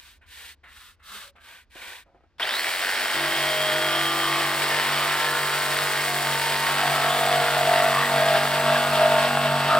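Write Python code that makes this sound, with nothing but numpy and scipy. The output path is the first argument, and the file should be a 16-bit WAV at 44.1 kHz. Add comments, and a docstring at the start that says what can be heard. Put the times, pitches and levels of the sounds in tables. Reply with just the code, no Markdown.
"""A corded jigsaw spins up and cuts a board on a workbench in a quiet yard.
Its plunger knocks at both ends of each stroke over gear whine and fan air. The shoe lands on the board,
which hums with the strokes; the blade is fed in until the teeth rasp and the board booms.
Before the saw starts, a brush rubs to and fro over a plank and bumps against it."""
import sys
import numpy as np
from scipy import signal
from scipy.fft import rfft, irfft
from scipy.io import wavfile
from scipy.ndimage import uniform_filter1d

SR = 44100
rng = np.random.default_rng(int(sys.argv[2]) if len(sys.argv) > 2 else 0)


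def persist_wave(psi):
    """Save psi, clipped to +-1, as 16-bit WAV."""
    counts = np.round(np.clip(psi, -1, 1) * 32767).astype(np.int16)
    wavfile.write(sys.argv[1], SR, np.atleast_2d(counts).T)


N = 431738
TIME = np.arange(N) / SR
FREQ = np.fft.rfftfreq(N, 1 / SR)
MID_ONLY = np.array([[1], [0]])  # layers have two rows: mid, diffuse
START_S, LAND_S, BITE_S = 2.395, 3.13, 6.47  # crank starts, shoe lands, teeth bite


# Crank cruising speed: t/s, stroke rate/Hz
STROKE_RATE = [(3.4, 47.9), (4.57, 47.7), (5.04, 48.1), (6.05, 47.7), (6.28, 47.42), (6.75, 48.05),
               (7.95, 47.17), (8.31, 47.78), (8.47, 47.68), (8.79, 48.08), (8.97, 48.07), (9.26, 47.57),
               (9.4, 47.77), (9.79, 47.67)]
# Hand pushes, with two short blade jolts near 8.7 s and 9.0 s: start/s, end/s, surge/dB
SURGES = [(6.794, 7.196, 7.5), (7.172, 7.507, 10.5), (7.525, 7.977, 12.5), (8.081, 8.46, 11.5),
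          (8.485, 8.96, 7), (8.676, 8.76, 6.5), (8.92, 9.29, 12), (8.986, 9.075, 4), (9.337, 9.587, 7),
          (9.681, 9.89, 11)]

def jigsaw(spin_from_s=2.356, spin_tau_s=0.148, slack_db=-6, switch_db=-20, graze=0.128):
    """One crank drives the whole saw; the hand feeds it into the board in pushes."""
    spin = 1 - np.exp(-np.maximum(TIME - spin_from_s, 0) / spin_tau_s)
    stroke_hz = curve(STROKE_RATE) * spin * (TIME > START_S)
    turns = 0.9 + np.cumsum(stroke_hz) / SR  # rests just short of a reversal, so starts with a knock
    depth = ramp(BITE_S, 2.96)
    feed = np.clip(0.76 * ramp(BITE_S, 0.41) + 0.24 * depth, graze, 1)
    surge_db = slack_db + sum(db * arch(start, end) ** 0.42 for start, end, db in SURGES)
    machine = plunger(turns, feed) + gears(turns, feed) + fan(turns) + shoe_and_blade(turns, feed)
    wood = board_hum(turns, feed, depth, surge_db) + board_boom(turns, feed, surge_db)
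    wood = wood + teeth(turns, feed, surge_db) + snags()
    switch = amp(switch_db) * ramp(2.382, 0.0011)  # faint stir before the crank moves
    return (machine + wood) * np.maximum(switch, ramp(START_S, 0.0056))


# Knocks per stroke: phase/turns, free level/dB, landed level/dB
KNOCKS = [(.43, 4.5, 0), (.935, 3.5, 3.5), (.78, -14, -2), (.25, -7, -4.5)]
# Housing spectrum: f/Hz, level/dB
HOUSING_SPECTRUM = [(250, -33.5), (600, -15), (900, -5.5), (1150, -19.5), (1500, 3), (1900, 5),
                    (2600, -5.5), (3300, -11), (5000, -8.5), (6300, -25.5), (16000, -28.5)]

def plunger(turns, feed, free_db=-35.5, landed_db=-34, jitter_s=5e-5, chatter_s=0.0008):
    """The plunger takes up its play and knocks on the housing, never twice alike."""
    blows = np.zeros(N)
    for phase, db_free, db_landed in KNOCKS:
        times = np.interp(np.arange(int(turns[-1])) + phase, turns, TIME)
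        late, size = rng.standard_normal((len(times), 2)).T
        at = np.clip((times + jitter_s * late) * SR, 0, N - 1).astype(int)
        blows[at] += amp(np.where(times < LAND_S, db_free, db_landed) + 2 * size)
    chatter = noise() * signal.lfilter([1], [1, -np.exp(-1 / (chatter_s * SR))], blows)
    knocks = unit(blows * MID_ONLY) + 0.45 * unit(chatter)
    knocks = colour(reflections(knocks) * (TIME > START_S), HOUSING_SPECTRUM)
    damping_db = feed + 6 * ramp(8.44, 0.51)  # the shoe seats fully
    return knocks * amp(np.where(TIME < LAND_S, free_db, landed_db) - damping_db)


# Gear mesh tones: f/stroke rate (rounded on use), light level/dB, loaded level/dB
MESH_TONES = [(54, -48, -48), (56, -81, -35.5), (58, -52, -39.5), (111.2, -45, -62), (166.3, -55, -45.5)]
# Gear rattle spectrum: f/Hz, level/dB
RATTLE_SPECTRUM = [(120, -19.5), (200, -21.5), (237, -10.5), (284, -16), (342, -5.5), (536, -5), (626, 2.5),
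                   (763, 0), (1750, 0), (2710, -3), (2990, -0.5), (5260, -12), (5800, -18), (7540, -55),
                   (12800, -120)]

def gears(turns, feed, rattle_db=-31, spin_up_db=-34):
    """Gear teeth rattle hardest twice a stroke; their mesh whines, flaring as the motor spins up."""
    load = 1 + 0.5 * lobe(2 * turns, 0.81, 0.46)
    level_db = rattle_db + 1.22 * ramp(LAND_S, 0.098) + 0.6 * feed - 3 * (1 - ramp(START_S, 0.2))
    contacts = noise() + 0.5 * stroke_texture(turns) + 0.62 * grains(1800, 4.5)
    rattle = colour(contacts * load, RATTLE_SPECTRUM) * amp(level_db + 1.5 * drift(12))
    shaft = turns + 0.0017 * drift(30)
    whine = np.zeros(N)
    for multiple, db_light, db_loaded in MESH_TONES:
        tone_db = db_light + (db_loaded - db_light) * feed - 1 + 2 * drift(6.7)
        whine += amp(tone_db) * np.sin(2 * np.pi * round(multiple) * shaft)
    pull = np.exp(-((TIME - 2.55) / 0.08) ** 2) + 0.41 * arch(2.2, 2.64, 0.506)
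    climb = pull * np.sin(2 * np.pi * 111 * shaft + 0.95 * drift(350))
    climb += 0.83 * arch(2.56, 2.77) * np.sin(2 * np.pi * 54 * shaft + drift(200))
    return rattle + (whine * ramp(3.3, 0.73) + np.sqrt(2) * amp(spin_up_db) * climb) * MID_ONLY


# Shoe and blade modes: f/Hz, nominal width/Hz, free level/dB, cutting level/dB
METAL_MODES = [(1193, 210, -67, -44), (1390, 140, -53, -48), (1630, 39, -61, -40.5), (1950, 200, -52, -61),
               (2160, 1100, -44, -56), (3160, 320, -42.5, -69), (3430, 230, -73, -44.5),
               (4556, 290, -48.5, -49), (5355, 160, -49.5, -61)]
# Passing resonances: start/s, end/s, f/Hz, nominal width/Hz, level/dB
METAL_SWELLS = [(2.385, 2.45, 3350, 500, -30.5), (3.13, 4.47, 3210, 150, -39), (4.45, 5.6, 3020, 60, -46),
                (4.92, 5.8, 1725, 66, -43), (4.1, 4.55, 1100, 150, -41), (3.3, 5.9, 1810, 180, -39.5),
                (6, 6.5, 1840, 220, -45), (5.2, 5.76, 1440, 89, -39.5), (6.55, 7.33, 1299, 120, -34),
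                (7.5, 8.56, 1900, 140, -36.5), (6.87, 7.44, 3430, 350, -43), (7.88, 8.06, 1134, 110, -30),
                (8.3, 8.45, 1370, 140, -36), (9.68, 9.82, 1270, 160, -26)]

def shoe_and_blade(turns, feed, gain_db=-2):
    """The strokes excite narrow metal resonances; some sing out as the saw jerks and settles."""
    drive = (stroke_texture(turns) + 0.5 * noise()) * (0.54 + lobe(2 * turns, 0.85, 0.12))
    out = np.zeros((2, N))
    for hz, width_hz, db_free, db_cut in METAL_MODES:
        level = (1 - feed) * amp(db_free) + feed * amp(db_cut)
        out += resonance(drive, hz, width_hz) * level * amp(gain_db + 0.5 * drift(1.5))
    for start, end, hz, width_hz, db in METAL_SWELLS:
        out += resonance(drive, hz, width_hz) * amp(db + 3 * drift(14)) * arch(start, end)
    return out


# Board harmonics: f/stroke rate, resting level/dB, cutting level/dB
HUM_HARMONICS = [(2, -27, -24), (3, -3, -4), (4, -26, -20), (5, -11.5, -10), (6, -23, -18), (7, -5.5, -27),
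                 (8, -8.5, -18), (9, -11, -18.5), (10, -4, -9.5), (12, -8.5, -35), (13, -4.5, -15),
                 (14, -2, -22), (15, -12, -5), (17, -6, -7.5), (18, -7.5, -11), (19, -0.5, -4),
                 (20, -15, -19), (21, -10, -22), (22, -5, -15), (23, -5, -7.5), (24, -6, -10),
                 (25, -3.5, -13), (26, -4.5, -9), (28, -8, -9), (29, -16, -12), (30, -3, -7)]
# Loose shoe buzzes: start/s, end/s, f/stroke rate, level/dB
SHOE_BUZZES = [(3.05, 3.555, 7, -39.5), (3.6, 4.91, 7, -38), (5.456, 6.65, 7, -45.5),
               (3.183, 3.398, 13, -36.5), (3.36, 4.06, 13, -30), (3.69, 4.75, 25, -34.5),
               (4.2, 4.55, 23, -36), (4.5, 6.1, 22, -37), (4.85, 5.65, 28, -37), (4.75, 6.05, 30, -39),
               (4.902, 5.8, 19, -37), (6.05, 6.305, 15, -33.5), (6.147, 6.953, 19, -33)]

def board_hum(turns, feed, depth, surge_db, resting_db=-40.5, cutting_db=-33, mains_hz=150):
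    """The shoe shakes the board; the bass grows with depth and beats against the motor's mains hum."""
    uneven = (0.0285 + 0.0084 * feed) * drift(12)  # the biting blade makes the strokes uneven
    seating = 0.48 + 0.52 * ramp(LAND_S, 0.82)
    depth_db = 7 * depth
    out = amp(depth_db - 56) * np.sin(2 * np.pi * mains_hz * TIME + drift(2.7))
    for k, db_rest, db_cut in HUM_HARMONICS:
        boost_db = depth_db - 4 if k <= 5 else 0.23 * surge_db
        level = (1 - feed) * seating * amp(db_rest + resting_db)
        level += feed * amp(db_cut + cutting_db + boost_db)
        level *= amp(3 * drift(3) * np.sqrt(k / 20) + (0.87 + 1.1 * feed) * drift(9))
        for start, end, multiple, db in SHOE_BUZZES:
            if multiple == k:
                level = np.maximum(level, amp(db) * np.sqrt(arch(start, end, 0.4)))
        phase = 2 * np.pi * (k * turns + rng.random())
        out += level * np.sin(phase + k * (uneven + 0.0169 * feed * drift(13)))
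    return np.sqrt(2) * out * ramp(LAND_S, 0.024) * MID_ONLY


def board_boom(turns, feed, surge_db, level_db=-28.2, start_hz=722, fall_hz=72, growl_hz=640):
    """Each upstroke snatches the board, which booms into the next stroke over a narrow growl."""
    centre_hz = start_hz - fall_hz * ramp(BITE_S, 2.3)  # the board softens as the cut deepens
    stroke_hz = curve(STROKE_RATE)
    wobble = 0.11 * drift(20)
    slaps = np.zeros(N)
    for k in range(13, 18):
        detune = (k * stroke_hz - centre_hz) / 62
        phase = 2 * np.pi * k * (turns - 0.95) + 0.6 * detune ** 2 + wobble
        slaps += np.exp(-detune ** 2) * np.cos(phase)
    level = feed * ramp(BITE_S, 0.092) * amp(level_db + 1.1 * surge_db + 0.5 * drift(20))
    growl = resonance(noise()[0], growl_hz, width_hz=36)
    return (unit(slaps) + 0.35 * growl) * level * MID_ONLY


# Board rasp spectrum: f/Hz, level/dB
RASP_SPECTRUM = [(80, -25.5), (300, -17), (470, -4), (550, -23), (640, -8), (720, 3), (800, -2.5),
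                 (1100, -1), (1400, -3.5), (1650, -1.5), (2200, -24), (3500, -13), (6000, -47)]

def teeth(turns, feed, surge_db, level_db=-29.5):
    """The teeth tear fibres, hardest on the upstroke, and ring the board."""
    bite = 0.7 + lobe(turns, 0.89, 0.086) + 0.5 * lobe(turns, 0.8, 0.092)
    rasp = colour((0.626 * noise() + grains(1200, 2.07)) * bite, RASP_SPECTRUM)
    return rasp * np.sqrt(feed) * ramp(LAND_S, 0.097) * amp(level_db + 0.18 * surge_db)


# Blade snags: t/s, level/dB
SNAGS = [(8.352, -17), (8.684, -23), (9.018, -23)]

def snags(t60_s=0.057):
    """The blade snags and the shoe slaps down on the board."""
    level = sum(ramp(s, 0.0032) * amp(db - 60 * abs(TIME - s) / t60_s) for s, db in SNAGS)
    return colour(noise(), RASP_SPECTRUM) * level


# Vent hiss envelope: t/s, level/dB
VENT_LEVEL = [(2.42, -49.5), (2.56, -40), (3.6, -38), (6.24, -36.5), (9.02, -39), (9.76, -42.5)]
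# Vent hiss spectrum: f/Hz, level/dB
VENT_SPECTRUM = [(300, -8), (1000, -6), (4500, 5.5), (5400, -9), (6000, -1), (7000, -0.5), (8000, 4),
                 (8900, 3.5), (9900, -0.5), (11500, -3), (13500, -1), (15000, 0), (16000, -4)]

def fan(turns, gain_db=2.5):
    """Cooling air hisses from the vents, pulsing slightly twice a stroke."""
    air = noise() * (1 + 0.102 * lobe(2 * turns, 0.051, 0.32))
    return colour(air, VENT_SPECTRUM) * amp(curve(VENT_LEVEL) + gain_db + 0.96 * drift(40))


# Brush passes: start/s, end/s, rub level/dB, hiss level/dB, peak position/fraction
BRUSH_PASSES = [(-.13, 0.19, -55.5, -55, 0.55), (0.256, .553, -48, -47.5, 0.68),
                (0.667, 0.961, -53.5, -53.5, 0.49), (1.023, 1.314, -45.5, -45, 0.5),
                (1.397, 1.653, -49.5, -54.5, 0.43), (1.695, 2.044, -44, -47.5, 0.6)]
# Bristle spectrum: f/Hz, level/dB
BRISTLE_SPECTRUM = [(82, -58), (140, -18.5), (196, -12.5), (300, -20.5), (451, -10), (740, -9.5), (930, -5),
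                    (1540, 0), (2600, -2.5), (3760, -2), (5480, -12.5), (7000, -14.5), (8500, -11),
                    (11000, -18), (14800, -14.5), (16000, -32)]

def brush(split_hz=2700, body_hz=800, firm_db=-46):
    """Bristles scuff on landing, then flick over the grain: the plank gives the rub, the tips hiss."""
    rub_power, hiss_power = np.zeros((2, N))
    for start, end, db_rub, db_hiss, peak in BRUSH_PASSES:
        speed = arch(start, end, peak)
        rub_power += (amp(db_rub) * speed) ** 2
        hiss_power += (amp(db_hiss) * speed) ** 2
    for s, _, db, _ in PLANK_CONTACTS:
        scuff = amp(db) * ramp(s, 0.0113) * np.exp(-abs(TIME - s) / 0.092)
        rub_power += scuff ** 2
        hiss_power += (scuff * amp(-20)) ** 2
    rub, hiss = np.sqrt(rub_power), np.sqrt(hiss_power)
    flicks = colour(noise() + 0.42 * grains(1500, 1.6), BRISTLE_SPECTRUM) * amp(0.94 * drift(45))
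    low = lowpass(flicks, split_hz)
    wood = plank_ring(low)
    body = lowpass(wood, body_hz)
    firmness = (rub / amp(firm_db)) ** 0.84  # only a firm stroke wakes the low body
    return (wood - body + body * firmness) * rub + unit(flicks - low) * hiss


def plank_ring(x, t60_s=0.06, wet=0.5):
    """Dense plank modes ring after each flick; their mix shifts as the brush travels."""
    t = TIME[:SR // 8]
    tails = rng.standard_normal((2, 1, len(t))) * amp(-60 * t / t60_s)
    near, far = [signal.oaconvolve(x, tail / np.linalg.norm(tail), axes=1)[:, :N] for tail in tails]
    starts = [row[0] for row in BRUSH_PASSES]
    travel = np.pi / 2 * np.interp(TIME, starts, np.arange(len(starts)))
    return unit(x + wet * (near * np.cos(travel) + far * np.sin(travel)))


# Contacts with the plank: t/s, bump level/dB, scuff level/dB, contact decay/s
PLANK_CONTACTS = [(.21, -57.5, -56, .025), (.632, -53.5, -47, .027), (.992, -66, -57, .025),
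                  (1.353, -49.5, -53.5, 0.044), (1.754, -36.5, -46.5, 0.015), (2.06, -49, -81, 0.079),
                  (2.146, -43.5, -72, 0.0243), (2.207, -47.5, -77, .004), (2.236, -44.5, -80.5, 0.0125)]
# Plank modes: f/Hz, level/dB, t60/s
PLANK_MODES = [(184, -25, 0.07), (790, 6, 0.05), (384, 5.5, 0.026), (560, 2, 0.098), (694, 11, 0.039),
               (945, 3, 0.024), (1240, 2.5, 0.027), (1880, -10, 0.025)]

def bumps(gain_db=-3):
    """Short scuffing contacts of brush or hand ring the plank."""
    t = TIME[:SR // 4]
    modes = sum(amp(db - 60 * t / t60_s) * np.sin(2 * np.pi * hz * t) for hz, db, t60_s in PLANK_MODES)
    out = np.zeros((2, N))
    for s, db, _, contact_s in PLANK_CONTACTS:
        force = rng.standard_normal((2, len(t))) * np.exp(-t / contact_s)
        bump = signal.fftconvolve(force, modes[None], axes=1)
        at = round(s * SR)
        out[:, at:at + bump.shape[1]] += amp(db + gain_db) * bump / abs(bump).max()
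    return out


# Wood groans and squeaks: t/s, length/s, f/Hz, level/dB
SQUEAKS = [(1.087, 0.13, 200, -59.5), (1.22, 0.118, 560, -60), (8.745, 0.036, 1630, -22.5)]

def squeaks(waver_rad=0.78):
    """Wood sticks and slips briefly at one pitch."""
    waver = waver_rad * drift(50)
    tones = sum(amp(db) * arch(s, s + length_s) * np.sin(2 * np.pi * hz * TIME + waver)
                for s, length_s, hz, db in SQUEAKS)
    return np.sqrt(2) * tones * MID_ONLY


# Outdoor air spectrum: f/Hz, level/dB
YARD_SPECTRUM = [(25, -24), (80, 8.5), (130, -22), (220, -9), (700, -18.5), (1500, -21), (5000, -32.5),
                 (12000, -61.5)]

def yard(air_db=-66.5, rumble_db=-68, drone_db=-63, drone_hz=70.5):
    """Quiet outdoor air, a wandering rumble and a faint low drone that swells and fades."""
    rumble_level = amp(rumble_db + 2 * drift(2))
    rumble = colour(noise(), [(20, -9), (45, 9), (68, 5), (90, -17), (150, -6), (500, -70)])
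    drone = amp(drone_db) * arch(-0.2, 1.1, 0.506) * np.sqrt(2) * np.sin(2 * np.pi * drone_hz * TIME)
    return colour(noise(), YARD_SPECTRUM) * amp(air_db) + rumble * rumble_level + drone * MID_ONLY


def reflections(x, t60_s=0.14, wet_db=-4, smooth_hz=90):
    """Adds a dense dying tail, flattened to favour no pitch."""
    t = TIME[:SR // 2]
    tail = rng.standard_normal((2, len(t))) * amp(-60 * t / t60_s)
    tail *= amp(wet_db) / np.linalg.norm(tail[0])
    response = 1 + rfft(tail, N)
    response /= np.sqrt(uniform_filter1d(abs(response) ** 2, round(smooth_hz * N / SR), axis=1))
    return irfft(rfft(x) * response, N)


# Base stereo width: f/Hz, side re mid/dB
STEREO_WIDTH = [(25, -3), (60, -6), (110, -18), (200, -35), (380, -32.5), (700, -16), (2380, -7),
                (4400, -2.5), (8120, 0.5), (15000, 2)]
# Part of the side signal due to the left leading: f/Hz, weight/fraction
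LEFT_LEAD = [(100, 0), (1600, 0.7), (2800, 0.87), (6300, 0), (9000, 0.3), (10200, .08)]

def stereo(layers, low_width_db, treble_width_db):
    """Mid and diffuse rows to left and right: the left leads in phase and reflections differ."""
    mid, diffuse = layers
    lead = np.interp(FREQ, *np.transpose(LEFT_LEAD))
    widening = [(80, 0), (200, low_width_db), (900, 0), (6000, 0), (9000, treble_width_db)]
    width = gain_at(STEREO_WIDTH, FREQ) * gain_at(widening, FREQ)
    side = irfft(width * (1j * lead * rfft(mid) + np.sqrt(1 - lead ** 2) * rfft(diffuse)), N)
    return np.array([mid + side, mid - side])


def amp(db):
    """Decibels to gain."""
    return 10 ** (np.asarray(db) / 20)


def unit(x):
    """Scales to rms 1."""
    return x / np.sqrt(np.mean(x ** 2) + 1e-20)


def curve(points):
    """Line through (t/s, value) points."""
    return np.interp(TIME, *np.transpose(points))


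def ramp(start_s, length_s):
    """Linear rise from 0 to 1."""
    return np.clip((TIME - start_s) / length_s, 0, 1)


def arch(start_s, end_s, peak=0.494):
    """Half sine with its top at the fraction peak."""
    progress = ramp(start_s, end_s - start_s)
    return np.sin(np.pi * np.interp(progress, [0, peak, 1], [0, 0.5, 1])).clip(0)


def lobe(turns, phase, width):
    """One smooth bump per turn."""
    return np.exp((np.cos(2 * np.pi * (turns - phase)) - 1) / (2 * np.pi * width) ** 2)


def noise():
    """Two independent white noises."""
    return rng.standard_normal((2, N))


def drift(hz):
    """Random wander up to about hz, rms 1."""
    knots = rng.standard_normal(2 ** 14)
    return unit(np.interp(2 * hz * TIME, np.arange(len(knots)), knots))


def grains(per_s, spread_db):
    """Random clicks of uneven size, rms 1."""
    clicks = noise() * (rng.random((2, N)) < per_s / SR)
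    return unit(clicks * amp(spread_db * np.minimum(rng.exponential(1, (2, N)), 4)))


def stroke_texture(turns, harmonics=200, size=4096):
    """A rough contact that recurs every stroke and slowly changes."""
    cycles = irfft(np.exp(2j * np.pi * rng.random((2, harmonics))), size)
    first, second = cycles[:, (turns % 1 * size).astype(int)]
    blend = 1.24 * drift(2)
    return unit(first * np.cos(blend) + second * np.sin(blend)) * MID_ONLY


def gain_at(spectrum, hz):
    """Gain of (f/Hz, level/dB) points, interpolated over log frequency."""
    f, db = np.transpose(spectrum)
    return amp(np.interp(np.log(hz + 1), np.log(f + 1), db))


def colour(x, spectrum):
    """Minimum-phase filter; output rms 1."""
    log_gain = np.log(gain_at(spectrum, abs(np.fft.fftfreq(4096, 1 / SR))))
    taps = np.fft.ifft(np.exp(np.conj(signal.hilbert(log_gain)))).real
    return unit(signal.oaconvolve(x, taps[None], axes=1)[:, :N])


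def resonance(x, hz, width_hz):
    """Steep-skirted peak of nominal width; output rms 1."""
    b, a = signal.iirpeak(hz, hz / (1.13 * width_hz), fs=SR)
    return unit(signal.lfilter(b, a, signal.lfilter(b, a, x)))


def lowpass(x, hz):
    """Zero-phase low-pass."""
    return irfft(rfft(x) / (1 + (FREQ / hz) ** 6), N)


def scene():
    """Saw and yard, with the brush wider in the low range."""
    brushing = stereo(brush() + bumps() + squeaks(), low_width_db=27, treble_width_db=1)
    return stereo(jigsaw() + yard(), low_width_db=10.5, treble_width_db=0.5) + brushing


def record(dry, edge_hz=15900):
    """Steep band limit."""
    taps = signal.firwin(511, edge_hz, window=("kaiser", 9), fs=SR)
    return signal.oaconvolve(dry, taps[None], "same")


dry = scene()
out = record(dry)
persist_wave(out)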